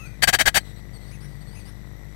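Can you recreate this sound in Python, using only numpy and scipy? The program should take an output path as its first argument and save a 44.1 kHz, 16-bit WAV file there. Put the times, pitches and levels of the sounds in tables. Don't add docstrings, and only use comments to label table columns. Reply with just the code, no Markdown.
import sys
import numpy as np
from scipy import signal
from scipy.fft import rfft, irfft
from scipy.io import wavfile

SR = 44100
rng = np.random.default_rng(int(sys.argv[2]) if len(sys.argv) > 2 else 0)


def persist_wave(psi):
    counts = np.round(np.clip(psi, -1, 1) * 32767).astype(np.int16)
    wavfile.write(sys.argv[1], SR, np.atleast_2d(counts).T)


N = 94815


def amp(db):
    return 10 ** (np.asarray(db) / 20)


def unit(x):
    return x / np.sqrt(np.mean(x ** 2) + 1e-20)


def add(mix, start_s, sound):
    at = round(start_s * SR)
    sound = sound[max(-at, 0):]
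    part = mix[max(at, 0):][:len(sound)]
    part += sound[:len(part)]


def colour(x, curve, rings=(), notches=(), size=4096):
    hz = np.fft.rfftfreq(size, 1 / SR)
    curve_hz, curve_db = np.transpose(curve)
    power = amp(np.interp(np.log(hz + 1), np.log(curve_hz), curve_db)) ** 2
    for centre, width, ring_db in rings:
        power += amp(ring_db) ** 2 / (1 + ((hz - centre) / width) ** 2) ** 2
    for centre, width, dip_db in notches:
        power *= amp(dip_db * np.exp(-((hz - centre) / width) ** 2)) ** 2
    cepstrum = irfft(np.log(power + 1e-12))
    cepstrum[0] /= 2
    taps = irfft(np.exp(rfft(cepstrum[:size // 2], size)))
    return signal.fftconvolve(x, taps / np.linalg.norm(taps))[:len(x)]


def wander(count, rate_hz):
    rolloff = np.exp(-(np.fft.rfftfreq(N, 1 / SR) / rate_hz) ** 2)
    return unit(irfft(rfft(rng.standard_normal(N)) * rolloff, N))[:count]


def reverb(x, t60_s):
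    t = np.arange(SR // 2) / SR
    tail = rng.standard_normal(len(t)) * amp(-60 * t / t60_s)
    return signal.fftconvolve(x, tail / np.linalg.norm(tail))[:N]


# (frequency [Hz], level [dB])
RUMBLE_EQ = [(20, -14.5), (60, -25), (100, 0), (135, 4.5), (175, -4), (230, -16.5), (400, -27), (1000, -54)]
# (frequency [Hz], level [dB])
HISS_EQ = [(100, 2), (500, -0.5), (900, -3.5), (1500, -7), (2200, -5.5), (2700, -15.5), (3600, -12.5),
           (5000, -16.5), (7000, -20), (11000, -22), (12500, -13.5), (13600, -21), (14300, -57),
           (16000, -53)]
# (frequency [Hz], width [Hz], level [dB])
WHINE_PEAKS = [(1905, 130, 1), (3850, 320, -7.5), (5850, 110, -4), (7750, 390, -11), (9840, 150, -14),
               (10800, 120, -34), (13500, 130, -12)]


def noise_bed():
    low, high = rng.standard_normal((2, N))
    return amp(-40) * colour(low, RUMBLE_EQ) + amp(-51.5) * colour(high, HISS_EQ, WHINE_PEAKS)


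def whine():
    hz = 1976 + 50.1 * wander(N, rate_hz=110.3)
    return amp(-53) * np.sin(2 * np.pi * np.cumsum(hz) / SR)


# (time [s], level [dB])
DRONE_FADE = [(1.0, -70), (1.2, -45), (1.3, -32.5), (1.4, -45.5), (1.5, -51), (1.65, -78)]


def drone():
    level_db = np.interp(np.arange(N) / SR, *np.transpose(DRONE_FADE))
    hz = 140 + 5 * wander(N, rate_hz=12.6)
    return amp(level_db) * np.sin(2 * np.pi * np.cumsum(hz) / SR)


# (delay [s], polarity [+/-1], rise [s], decay [s], gain [dB])
MAINS_KICKS = [(.0063, -1, 0.0025, 0.0027, -21.5), (0.0142, 1, 0.00045, 0.0037, -26.5)]


def mains_buzz(mains_hz=50, spit_decay_s=0.00073):
    t = np.arange(N) / SR
    hum, spit = np.zeros((2, N))
    for delay, polarity, rise, decay, db in MAINS_KICKS:
        age = (t - delay) % (1 / mains_hz)
        hum += polarity * amp(db) * (1 - np.exp(-age / rise)) * np.exp(-age / decay)
        spit += np.exp(-age / spit_decay_s)
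    return hum - hum.mean() + amp(-41.5) * colour(spit * rng.standard_normal(N), HISS_EQ)


# (frequency [Hz], level [dB])
BREATH_EQ = [(300, 2), (900, -2.5), (1800, -1.5), (3000, -14), (5500, -7.5), (7500, -22), (9500, -9),
             (13500, -20), (16000, -38)]
# (time [s], length [s], first pitch [Hz], middle pitch [Hz], last pitch [Hz], gain [dB], roughness [0-1])
SONG_NOTES = [(-.03, 0.11, 2750, 2607, 2356, -44.5, 0.18), (0.085, 0.089, 2440, 2400, 2270, -57.5, 0.14),
              (0.051, .04, 3760, 4540, 4500, -52, 0), (0.598, 0.028, 4150, 4200, 4500, -48.5, 0.33),
              (0.643, 0.083, 4100, 3890, 3840, -53, 0.92), (0.752, 0.059, 3800, 4205, 4000, -56, 0.77),
              (0.929, 0.05, 4750, 4484, 4420, -48.5, 0.31), (0.999, 0.13, 4210, 4460, 5175, -55, 0.71),
              (1.107, .064, 5450, 6510, 5700, -51, .35), (1.202, 0.067, 4600, 5470, 5700, -50.5, 0.56),
              (1.277, 0.1, 4480, 4630, 4500, -59, 0.62), (1.404, 0.028, 4340, 4530, 4480, -50.5, 0.41),
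              (1.462, 0.11, 4300, 4660, 5085, -53.5, 0.5), (1.546, 0.063, 5500, 6510, 5700, -49.5, .35),
              (1.589, 0.038, 4870, 4650, 4360, -51.5, 0.53), (1.647, 0.059, 4400, 5280, 5330, -49.5, 0.61)]


def songbird(spread_hz=322, fade_s=0.009):
    song = np.zeros(N)
    for start, length, first, middle, last, db, rough in SONG_NOTES:
        t = np.arange(0, length, 1 / SR)
        glide = np.polyfit([0, 0.5, 1], [first, middle, last], 2)
        hz = np.polyval(glide, t / length) + rough * spread_hz * wander(len(t), rate_hz=363)
        whistle = np.sin(2 * np.pi * np.cumsum(hz) / SR)
        breath = rough * amp(-4) * colour(rng.standard_normal(SR // 2), BREATH_EQ)[:len(t)]
        fade = np.clip(np.minimum(t, length - t) / fade_s, 0, 1)
        add(song, start, amp(db) * fade * (whistle + breath))
    return song + amp(-7) * reverb(song, t60_s=0.34)


SIDEBANDS_DB = [-3, -15, -16, -17]
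# (frequency [Hz], level [dB])
SONG_EQ = [(500, 2), (1300, -0.5), (2600, 3), (4500, 0), (5500, -4.5), (6500, -5), (8400, 1.5),
           (10400, 0.5), (12500, 1.5), (14400, -4.5)]


def wiring_chop(song, chop_hz=3906):
    phase = 2 * np.pi * chop_hz * np.arange(N) / SR
    chop = sum(2 * amp(db) * np.cos(k * phase) for k, db in enumerate(SIDEBANDS_DB, 1))
    return colour(song * (1 + chop), SONG_EQ)


# (frequency [Hz], level [dB])
RASP_EQ = [(60, -22), (200, -8.5), (350, -13.5), (550, -9.5), (850, -5.5), (1050, -12), (1350, -10),
           (2100, -4), (2800, -12.5), (4300, -12.5), (5100, -15), (6200, -11.5), (9200, -18),
           (11200, -21.5), (13000, -22.5), (15800, -28)]
PUFF_EQ = [(20, -4), (50, -4), (150, -4), (280, -11.5), (600, -25)]
# (frequency [Hz], width [Hz], level [dB])
MAIN_RING = (1622, 52, 8.6)
LOW_RINGS = [(696, 102, -2), (1850, 370, -2), (2535, 130, -7), (3107, 190, -1), (3826, 210, -7)]
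UPPER_RINGS = [(4580, 90, 0), (5600, 45, -13.5), (7170, 130, -9), (7740, 220, -14), (8464, 130, -3.5),
               (10210, 118, -8), (12360, 150, -11.5), (14030, 130, -15.5)]
NOTCHES = [(1006, 53, -8.5), (2815, 76, -6.5), (3480, 27, -6), (4960, 110, -3), (5340, 80, 0),
           (6570, 65, -17), (7370, 96, -11), (11500, 170, -16)]


def chatter_note(length, rasp_db, ring_db, upper_db, swell_db, crest, puff_db):
    flutter_hz, jitter, depth = 381.5, 0.43, 0.41
    attack_s, release_db_per_s = 0.0044, 1542
    t = np.arange(SR // 8) / SR
    cycles = np.cumsum(flutter_hz * (1 + jitter * wander(len(t), flutter_hz))) / SR
    flutter = 1 + depth * np.cos(2 * np.pi * cycles)
    air = unit(rng.standard_normal(len(t)) * flutter)
    rise_db = -swell_db * np.maximum(1 - t / (crest * length), 0)
    release_db = -release_db_per_s * np.maximum(t - length, 0)
    air *= np.minimum(t / attack_s, 1) * amp(rise_db + release_db)
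    main_hz, main_width, main_db = MAIN_RING
    upper = [(hz, width, db + upper_db) for hz, width, db in UPPER_RINGS]
    rings = [(main_hz, main_width, main_db + ring_db), *LOW_RINGS, *upper]
    rasp = amp(rasp_db) * colour(air, RASP_EQ, rings, NOTCHES)
    return rasp + amp(puff_db) * colour(air, PUFF_EQ)


# (time [s], length to release [s], rasp level [dB], main ring boost [dB],
# upper rings boost [dB], swell [dB], crest position [share of length], puff level [dB])
CHATTER_CUES = [(0.2199, 0.021, -9.5, -3.5, 3, 9, 0.74, -28),
                (.272, 0.024, -10.5, 0.5, -5.5, 5.5, 0.52, -23),
                (.326, 0.026, -11.5, -5, -3, 9.5, 0.5, -28.5), (.386, 0.031, -11, -5, -3, 8.5, .85, -27.5),
                (.454, 0.031, -9.5, 0.5, -2.5, 9, 0.74, -24.5), (.542, 0.035, -9, -7, 0.5, 9, .9, -28.5)]


def nesting_bird():
    chatter = np.zeros(N)
    for start, *note in CHATTER_CUES:
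        add(chatter, start, chatter_note(*note))
    return chatter + amp(-39) * reverb(chatter, t60_s=0.3)


def scene():
    left = nesting_bird() + wiring_chop(songbird()) + mains_buzz() + noise_bed() + drone() + whine()
    right = amp(-71) * left + amp(-85.5) * colour(rng.standard_normal(N), RUMBLE_EQ)
    return np.array([left, right])


def record(dry, cutoff_hz=15900):
    lowpass = signal.firwin(511, cutoff_hz, window=("kaiser", 9), fs=SR)
    return signal.oaconvolve(np.clip(dry, -1, 1), lowpass[None], "same")


dry = scene()
out = record(dry)
persist_wave(out)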